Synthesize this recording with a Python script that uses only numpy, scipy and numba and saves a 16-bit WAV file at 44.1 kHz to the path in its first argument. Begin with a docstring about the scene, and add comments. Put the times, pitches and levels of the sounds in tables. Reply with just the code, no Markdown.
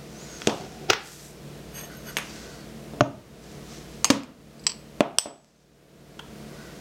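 """A plastic blender cup and its lid knock on a kitchen counter as struck bodies ringing in damped modes.
A metal spoon slides and ticks, then scrapes faintly and clinks on a small glass bowl, by the same
modal principle. Soft rubs and sleeves are trains of random slips, squeaks are gliding sines, and a
fridge hums in steady lines. One near echo and a diffuse room surround the handling; the recorder's
gain control ducks everything after each loud blow, then creeps back."""
import sys
import numpy as np
from scipy import signal
from scipy.fft import rfft, irfft, next_fast_len
from scipy.io import wavfile
from scipy.ndimage import uniform_filter1d, minimum_filter1d
from numba import njit

SR = 44100
rng = np.random.default_rng(int(sys.argv[2]) if len(sys.argv) > 2 else 0)


def digitize_waveform(pressure):
    """Quantize a signal to 16-bit integers and store it at the path in sys.argv[1].

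    Rows of a 2-D input are taken as channels; values are limited to [-1, 1].
    """
    field = np.atleast_2d(pressure).T
    bounded = np.clip(field, -1, 1)
    quanta = np.round(bounded * 32767).astype(np.int16)
    wavfile.write(sys.argv[1], SR, quanta)


N = 300100
TIME = np.arange(N) / SR
BRIEF = TIME[:SR // 2]  # time axis of one decay, 0.5 s


def undb(db):
    """Logarithmic level: decibels to amplitude gain."""
    return 10 ** (np.asarray(db) / 20)


def unit(x):
    """Energy normalisation: the squares sum to one."""
    return x / np.sqrt(np.sum(x ** 2))


def level(x, db):
    """Mean power: scale to an rms level in dB."""
    return unit(x) * np.sqrt(len(x)) * undb(db)


def along(points, hz):
    """Logarithmic pitch scale: interpolate (frequency, value) points on it."""
    point_hz, value = np.transpose(points)
    return np.interp(np.log(np.maximum(hz, 1)), np.log(point_hz), value)


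def tint(x, points):
    """Linear filtering: multiply the spectrum of a long sound by a (frequency, level) colour."""
    size = next_fast_len(len(x))
    gain = undb(along(points, np.fft.rfftfreq(size, 1 / SR)))
    return irfft(rfft(x, size) * gain, size)[:len(x)]


def click(points, size=2048):
    """Minimum phase: folding the cepstrum gives the most compact causal pulse of this colour."""
    cepstrum = irfft(np.log(undb(along(points, np.fft.rfftfreq(size, 1 / SR)))))
    cepstrum[1:size // 2] *= 2
    cepstrum[size // 2 + 1:] = 0
    return unit(irfft(np.exp(rfft(cepstrum))))


def fade(t60):
    """Exponential damping: a loss of 60 dB in t60 seconds."""
    return np.exp(-np.log(1000) * BRIEF / t60)


def through(x, response):
    """Superposition: convolve with an impulse response, keeping the length."""
    return signal.fftconvolve(x, response)[:len(x)]


def walk(rate):
    """Random fluctuation: interpolated noise, rate points a second, with a spread near one."""
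    steps = rng.standard_normal(4096)
    return np.sqrt(3 / 2) * np.interp(TIME * rate, np.arange(len(steps)), steps)


def add(track, s, x):
    """Superposition: lay a sound into a track at a time in seconds."""
    i = int(s * SR)
    track[i:i + len(x)] += x[:N - i]


def grains(rate, spread_db):
    """Stick-slip noise: random tiny slips of uneven size, rate a second on average."""
    occurs = rng.random(N) < rate / SR
    return occurs * rng.standard_normal(N) * undb(spread_db * rng.exponential(size=N))


def stroke(s, length_s):
    """Friction follows speed: one movement gathers, peaks at s and dies away, 0-1."""
    return np.exp(-(2 * (TIME - s) / length_s) ** 2)


def strokes(table):
    """Friction follows speed: the loudness of a series of movements."""
    return sum(undb(db) * stroke(s, length_s) for s, length_s, db in table)


FOCUS_DB = 13  # loss per octave of the modes away from the ring centre


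def ring(modes, centre_hz):
    """Modal superposition: decaying sines, weighted by their distance from a centre frequency."""
    total = 0
    for hz, db, t60 in modes:
        octaves_away = abs(np.log2(hz / centre_hz))
        total = total + undb(db - FOCUS_DB * octaves_away) * fade(t60) * np.sin(2 * np.pi * hz * BRIEF)
    return unit(total)


# Compressor and mains lines: (frequency [Hz], mean level before a common 1 dB cut [dB])
HUM_LINES = [(59.2, -54), (145.3, -49.5), (183.0, -52.5), (220.7, -55), (290.7, -57), (328.4, -58.5),
             (398.4, -62), (436.0, -57), (473.7, -56), (543.7, -60.5), (656.8, -63.5)]
# Colour of the room's steady air: (frequency [Hz], relative level [dB])
AIR_COLOUR = [(13, -35), (22, -19.5), (59, -5.5), (111, -11), (142, -0.5), (187, -11.5), (220, 4),
              (260, -13), (324, -4), (475, -11), (516, -10), (717, -9.5), (779, -17), (5770, -25.5),
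              (15500, -36)]
AIR_DB = -44.5  # mean level


def fridge():
    """Line spectrum over broadband noise: compressor and mains lines waver over the room's air."""
    hum = np.zeros(N)
    for hz, db in HUM_LINES:
        amplitude = np.sqrt(2) * undb(db + 0.52 * walk(3.4))
        phase = 2 * np.pi * (hz * TIME + rng.random()) + 0.2 * walk(1.5)
        hum += amplitude * np.sin(phase)
    air = level(tint(rng.standard_normal(N), AIR_COLOUR), AIR_DB)
    return undb(-1.0) * hum + air * undb(0.15 * walk(6.6))


# Reverberation time of the room: (frequency [Hz], t60 [s])
ROOM_T60 = [(100, 0.75), (300, 0.4), (1000, 0.46), (3000, 0.38), (8000, 0.22), (15000, 0.3)]


def kitchen(x):
    """Diffuse reverberation: noise bands build up over a few ms, then decay at their own rates."""
    hz = np.fft.rfftfreq(len(BRIEF), 1 / SR)
    noise = rfft(rng.standard_normal(len(BRIEF)))
    centres_hz, t60s = np.transpose(ROOM_T60)
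    tail = np.zeros(len(BRIEF))
    for share, t60 in zip(np.eye(len(t60s)), t60s):
        band = irfft(noise * along(np.c_[centres_hz, share], hz), len(BRIEF))
        tail += band * fade(t60)
    build_up = 1 - np.exp(-(BRIEF / 0.0059) ** 2)
    return through(x, unit(tail * build_up))


# Thin squeaks: (middle [s], length [s], peak amplitude before flutter [dB])
SQUEAKS = [(.2, 0.12, -51), (.36, 0.17, -47.5), (2.34, 0.18, -57), (2.58, 0.15, -56)]
# Their gliding pitch: (time [s], mean frequency [Hz])
SQUEAK_PITCH = [(.12, 5530), (.24, 7100), (.29, 6580), (.42, 6370), (2.33, 4650), (2.46, 4300),
                (2.56, 4620), (2.7, 4250)]


def squeak():
    """Frequency modulation: faint sines glide and tremble as they rise and fall in level."""
    hz = np.interp(TIME, *np.transpose(SQUEAK_PITCH)) * (1 + 0.0073 * walk(300))
    tone = np.sin(2 * np.pi * np.cumsum(hz) / SR)
    return tone * strokes(SQUEAKS) * undb(2.7 * walk(49))


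# A sleeve rubs with each arm movement: (middle [s], length [s], level before flutter [dB])
SLEEVE_RUBS = [(.43, 0.58, -46), (1.14, 0.3, -42.5), (2.34, 0.51, -47.5), (3.5, 0.17, -52.5),
               (3.74, 0.17, -47.5), (3.93, 0.2, -55.5), (5.45, .4, -48.5), (6.72, 0.61, -58)]
# Colour of the sleeve: (frequency [Hz], relative level [dB])
CLOTH_COLOUR = [(400, -8.5), (1500, 0.5), (3000, -1), (6000, 4), (8000, -2.5), (10000, -13), (12500, -14),
                (15500, -20.5)]
# Quick brushes as the hand leaves the lid: (middle [s], length [s], level before flutter [dB])
BRUSHES = [(1.12, .2, -44.5), (1.26, 0.15, -50.5)]
# Their brighter colour: (frequency [Hz], relative level [dB])
BRUSH_COLOUR = [(2000, -28), (5500, -6), (8000, -0.5), (10500, -7), (12200, -7), (14000, -9.5),
                (15500, -17)]


def sleeves():
    """Stick-slip friction: cloth fibres catch and let go, heard as coloured grains."""
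    rustle = level(tint(grains(rate=9000, spread_db=2.0), CLOTH_COLOUR), 0) * strokes(SLEEVE_RUBS)
    brush = level(tint(grains(rate=11000, spread_db=2.0), BRUSH_COLOUR), 0) * strokes(BRUSHES)
    return (rustle + brush) * undb(1.0 * walk(27))


# The lid's rim drags and catches just before it drops: (middle [s], length [s], relative level [dB])
LID_DRAG = [(.63, .09, -35), (.81, 0.28, -44), (.899, .018, -21)]
# Contact colour of the lid's edge: (frequency [Hz], relative level [dB])
LID_EDGE = [(50, -37.5), (100, -5.5), (230, -21), (440, 3.5), (600, -13), (800, -0.5), (1080, -7),
            (1400, 1), (1900, -2.5), (2500, -3.5), (3300, -6), (5500, -6.5), (7500, -21), (10000, -35.5),
            (15000, -31)]
# Modes of the lid: (frequency [Hz], level before ring weighting [dB], t60 [s])
LID_MODES = [(222, 1.5, 0.092), (292, -12, 0.076), (389, 3.5, 0.09), (520, -7, 0.036), (740, 0, 0.027),
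             (1480, -8.5, 0.019), (2713, -19, 0.02), (3350, -8.5, 0.021)]
# Soft toned rubs of hand or sleeve, the last one breath-like: (middle [s], length [s], level [dB])
SOFT_RUBS = [(.3, 0.27, -54), (1.93, .09, -48), (2.1, 0.083, -45.5), (2.48, 0.3, -51), (6.65, 0.28, -52)]
# Their broad tones: (frequency [Hz], level before ring weighting [dB], t60 [s])
RUB_TONES = [(1508, 3.5, 0.022), (1940, -10, 0.033), (4480, 7, 0.0028)]


def dragging():
    """Friction-excited modes: slips rasp at the lid's edge and shake it; softer rubs have broad tones."""
    slips = grains(rate=1900, spread_db=0)
    lid_ring = level(through(slips, ring(LID_MODES, centre_hz=900)), -4.5)
    lid_rasp = level(tint(slips, LID_EDGE), -11)
    rub_slips = grains(rate=11000, spread_db=2.0)
    rub = level(through(rub_slips, ring(RUB_TONES, centre_hz=2512)), 0)
    return (lid_ring + lid_rasp) * strokes(LID_DRAG) + rub * strokes(SOFT_RUBS)


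# Short strokes of the spoon on the counter: (middle [s], length [s], relative level [dB])
SLIDE_STROKES = [(1.785, 0.074, -41), (1.85, 0.038, -51), (1.95, 0.23, -58.5), (2.09, 0.066, -45.5)]
# Contact colour of the tip on the counter: (frequency [Hz], relative level [dB])
TIP_ON_COUNTER = [(88, -48), (150, -8), (409, -5), (802, -5.5), (2650, 0), (4720, -14), (5610, -10.5),
                  (6550, -12.5), (9270, -25), (12100, -27), (15000, -61.5)]
# Modes of the spoon: (frequency [Hz], level before ring weighting [dB], t60 [s])
SPOON_MODES = [(1880, -10.5, 0.024), (3015, -12.5, 0.046), (3484, -13, 0.046), (4350, -26, .09),
               (4900, -14.5, .08), (4770, -6, 0.055), (6420, 4.5, 0.037), (6430, -15, .17), (8240, -8, .06),
               (8600, -13.5, 0.14), (10170, -16.5, 0.14), (11890, -6.5, .075), (12900, -21.5, 0.046)]


def spoon_slide():
    """Friction-excited modes: the counter's grain rasps under the spoon and keeps it ringing."""
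    slips = grains(rate=3500, spread_db=-1.0)
    scoop_ring = level(through(slips, ring(SPOON_MODES, centre_hz=12300)), 0)
    handle_ring = level(through(slips, ring(SPOON_MODES, centre_hz=2300)), -4.5)
    rasp = level(tint(slips, TIP_ON_COUNTER), -6)
    return (scoop_ring + handle_ring + rasp) * strokes(SLIDE_STROKES)


def contacts(table, modes):
    """Contact excitation: click, damped clatter and modal ring; gives direct sound and room feed."""
    direct, feed = np.zeros(N), np.zeros(N)
    for s, db, ring_db, centre_hz, clatter_db, clatter_t60, room_db, contact in table:
        pulse = click(contact)
        clatter = unit(through(rng.standard_normal(len(BRIEF)) * fade(clatter_t60), pulse))
        pulse = np.pad(pulse, (0, len(BRIEF) - len(pulse)))
        tone = undb(ring_db) * ring(modes, centre_hz)
        hit = pulse + undb(clatter_db) * clatter + tone
        gain = undb(db) * np.sqrt(SR / 100 / np.sum(hit ** 2))  # level as if spread over 10 ms
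        add(direct, s, gain * hit)
        # the room is fed a smooth pulse carrying the energy of click and clatter, plus the ring 5 dB down
        even_pulse = pulse * np.hypot(1, undb(clatter_db))
        add(feed, s, gain * undb(room_db) * (even_pulse + undb(-5.0) * tone))
    return np.array([direct, feed])


# Contact colours of the spoon's tip in the bowl and of a light tick: (frequency [Hz], relative level [dB])
TIP_IN_BOWL = [(90, -47), (200, -24.5), (900, -8), (1600, -19.5), (2750, -9), (3750, -20.5), (4400, -8.5),
               (5300, -7.5), (5900, -25), (6500, -12), (8200, -14), (9600, -24), (15000, -36)]
LIGHT_TICK = [(200, -49), (900, 4), (1150, -4), (1500, 3.5), (2200, -15), (3300, 4.5), (3900, -18),
              (6000, -16), (14000, -29)]
# Blows: (time [s], level over 10 ms [dB], ring re click [dB], ring centre [Hz],
#         clatter re click [dB], clatter t60 [s], room feed [dB], contact colour)
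SPOON_BLOWS = [ (2.169, -22, -3, 10200, 0.33, 0.034, -6, TIP_ON_COUNTER),
               (2.1852, -29.5, -9, 2200, 3.7, 0.021, -9.5, TIP_ON_COUNTER),
               (4.0449, -11, 0.5, 6670, 2.5, 0.013, -18, TIP_IN_BOWL),
               (4.053, -22.5, -12, 6440, 2.8, 0.0095, -5.5, TIP_IN_BOWL),
               (4.2345, -37, -10, 8300, 5.4, 0.0053, -11.5, TIP_IN_BOWL),
               (6.1925, -36.5, -26, 3440, 7.4, 0.012, -9, LIGHT_TICK),
               (6.1955, -35, -19, 2970, 1, 0.039, -10.5, LIGHT_TICK)]


def spoon_blows():
    """Impact excitation of a metal bar: the spoon ticks on the counter and in the bowl."""
    return contacts(SPOON_BLOWS, SPOON_MODES)


# Contact colours of the spoon's tip and back on the rim: (frequency [Hz], relative level [dB])
TIP_ON_RIM = [(90, -55), (150, -33), (450, -34.5), (1000, -10), (1400, -18.5), (3100, -8), (3600, -18),
              (4500, -2.5), (5900, -5.5), (6700, -28), (7800, 4), (9300, -38.5), (15000, -47.5)]
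BACK_ON_RIM = [(100, -25), (300, -20), (700, -1.5), (1300, -11.5), (2300, -12), (3300, -1), (4100, -8),
               (5300, 3.5), (6400, -1), (7400, -23), (8050, -12.5), (8500, 3), (9300, -8.5), (10800, -33),
               (12100, -15.5), (15500, -30.5)]
# Modes of the glass bowl: (frequency [Hz], level before ring weighting [dB], t60 [s])
BOWL_MODES = [(4400, -10.5, .15), (4430, -6.5, .12), (4860, 11, .03), (5440, -4, 0.028), (7800, -13.5, .25),
              (8000, -14.5, .3), (7760, -15.5, 0.34), (7930, -11.5, 0.41), (7980, -13, .27),
              (7900, 2.5, .04), (8200, -13, .22), (8274, -5.5, .13), (12000, -13.5, .1),
              (12120, -17.5, .15)]
# Scrapes and blows: (time [s], level over 10 ms [dB], ring re click [dB], ring centre [Hz],
#                    clatter re click [dB], clatter t60 [s], room feed [dB], contact colour)
BOWL_CONTACTS = [ (4.595, -46.5, 16, 5020, 13, 0.075, -12.5, TIP_ON_RIM),
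                 (4.639, -44.5, 5, 7030, 16, 0.054, -14.5, TIP_ON_RIM),
                 (4.6674, -12, -9, 6400, 2, 0.037, -14, TIP_ON_RIM),
                 (4.694, -27, 2, 4540, 21, 0.058, -18, TIP_ON_RIM),
                 (4.719, -33.5, -5, 4400, -14, .02, -34, TIP_ON_RIM),
                 (5.1855, 7.5, -2, 8600, 5, 0.0052, -16, BACK_ON_RIM)]


def bowl_scrapes_and_blows():
    """Modal excitation of a glass shell: the spoon scrapes faintly on the glass bowl and clinks."""
    return contacts(BOWL_CONTACTS, BOWL_MODES)


# Contact colour of the lid landing flat: (frequency [Hz], relative level [dB])
LID_FLAT = [(50, -32), (100, -4), (200, -1), (400, 1), (620, 0), (1200, -9), (2100, -23.5), (2600, -16),
            (3400, -12.5), (4000, -18.5), (5700, -18), (9000, -30.5), (15000, -49)]
# Blows: (time [s], level over 10 ms [dB], ring re click [dB], ring centre [Hz],
#         clatter re click [dB], clatter t60 [s], room feed [dB], contact colour)
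LID_BLOWS = [ (.419, -35, 1, 2420, -6.5, 0.017, -7, LID_EDGE),
             (.4722, -13.5, -3.5, 298, 4.5, 0.015, -9, LID_FLAT),
             (.4945, -30.5, 5.5, 1390, 11.5, 0.044, -23.5, LID_EDGE),
             (.9008, -11.5, -0.5, 700, 17, 0.035, -16, LID_EDGE),
             (.9043, -7, -17, 2430, 3, 0.013, -8, LID_EDGE),
             (.9327, -15.5, -4.5, 2560, 12, .022, -14, LID_EDGE)]


def lid_blows():
    """Impact excitation of a damped plate: the lid knocks on the counter, flat or on its edge."""
    return contacts(LID_BLOWS, LID_MODES)


# Contact colours of the cup bumped, set down and on its rim: (frequency [Hz], relative level [dB])
CUP_BUMP = [(40, -45), (120, 13), (200, 4.5), (340, -6), (460, -12), (640, -0.5), (820, -9.5), (1050, -13),
            (1300, -10), (1900, -27), (2800, -22), (4700, -32.5), (6700, -23), (8000, -84), (15000, -91)]
CUP_DOWN = [(45, -38), (110, -23.5), (200, -2.5), (270, 2.5), (390, -18), (510, -5), (730, -21), (970, -13),
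            (1750, -21.5), (2800, -21), (4000, -22), (6800, -22.5), (15000, -48)]
CUP_RIM = [(45, -37), (110, -14), (270, -0.5), (480, -10.5), (660, 0), (820, -6.5), (1440, -14.5),
           (1750, -21.5), (2400, -19.5), (3400, -23.5), (4600, -32), (8000, -40), (15000, -68)]
# Modes of the cup: (frequency [Hz], level before ring weighting [dB], t60 [s])
CUP_MODES = [(120, -9, .28), (204, -10, 0.23), (280, -6.5, 0.23), (330, -12.5, 0.068), (454, -3, 0.052),
             (604, -1.5, 0.088), (683, -1.5, .05), (1230, -11, .04)]
# Blows: (time [s], level over 10 ms [dB], ring re click [dB], ring centre [Hz],
#         clatter re click [dB], clatter t60 [s], room feed [dB], contact colour)
CUP_BLOWS = [ (2.936, -35, 23, 430, 2, .1, 1.5, CUP_BUMP), (3.0079, -7, -1.5, 490, 1, 0.017, -13, CUP_BUMP),
             (3.0112, -4, -1, 457, -6.5, 0.0039, -11, CUP_BUMP),
             (4.1022, -6.5, -15, 500, 24, 0.03, -28, CUP_DOWN),
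             (4.1038, -2, 6.5, 239, 11.5, 0.033, -6.5, CUP_DOWN),
             (5.0068, -1.5, 4.5, 680, 7.5, 0.014, -11.5, CUP_RIM),
             (5.258, -10.5, 18, 560, 14, 0.11, -2, CUP_RIM)]


def cup_blows():
    """Impact excitation of a hollow shell: the plastic cup knocks with low modes."""
    return contacts(CUP_BLOWS, CUP_MODES)


ECHO_S, ECHO_DB = 0.0087, -20.5  # delay and level of the near echo
BASS_HZ = 89  # high-pass corner of the handling


def scene():
    """Superposition: contacts and rubbing, one near echo, the room and its hum."""
    direct, feed = lid_blows() + cup_blows() + spoon_blows() + bowl_scrapes_and_blows()
    rubbing = spoon_slide() + dragging() + sleeves() + squeak()
    echo = undb(ECHO_DB) * np.interp(TIME - ECHO_S, TIME, direct)
    handling = direct + echo + rubbing + kitchen(feed + undb(-10.5) * rubbing)
    # the handling sounds carry no deep bass
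    bass_cut = signal.butter(2, BASS_HZ, "high", fs=SR, output="sos")
    handling = signal.sosfilt(bass_cut, handling)
    return (handling + fridge())[None]


@njit
def duck(over_db, attack, hold, release):
    """Gain control: the cut in dB jumps on an overload, waits, then shrinks at a steady pace."""
    cut, now, wait = np.zeros(len(over_db)), 0., 0.
    for i in range(len(over_db)):
        wait -= 1
        if over_db[i] > now:
            now += attack * (over_db[i] - now)
            wait = hold
        elif wait < 0:
            now = max(now - release, 0.)
        cut[i] = now
    return cut


TOP_HZ = 15800  # upper band limit


def record(dry, ceiling_db=-5.5, attack_s=0.00026, hold_s=0.25, release_db_per_s=23):
    """Dynamic compression: loud blows duck the gain; peaks are limited and clipped, the top is cut."""
    over_db = 20 * np.log10(np.abs(dry[0]) + 1e-9) - ceiling_db
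    attack = 1 - np.exp(-1 / (attack_s * SR))
    cut_db = duck(over_db, attack, float(hold_s * SR), release_db_per_s / SR)
    ducked = dry * undb(-cut_db)
    headroom = np.minimum(1, 1.15 / (np.abs(ducked) + 1e-9))
    limited = ducked * uniform_filter1d(minimum_filter1d(headroom, size=13), size=13)
    clipped = np.clip(limited, -.78, .78)
    top_cut = signal.ellip(8, .1, 50, TOP_HZ, fs=SR, output="sos")
    return signal.sosfiltfilt(top_cut, clipped)


dry = scene()
out = record(dry)
digitize_waveform(out)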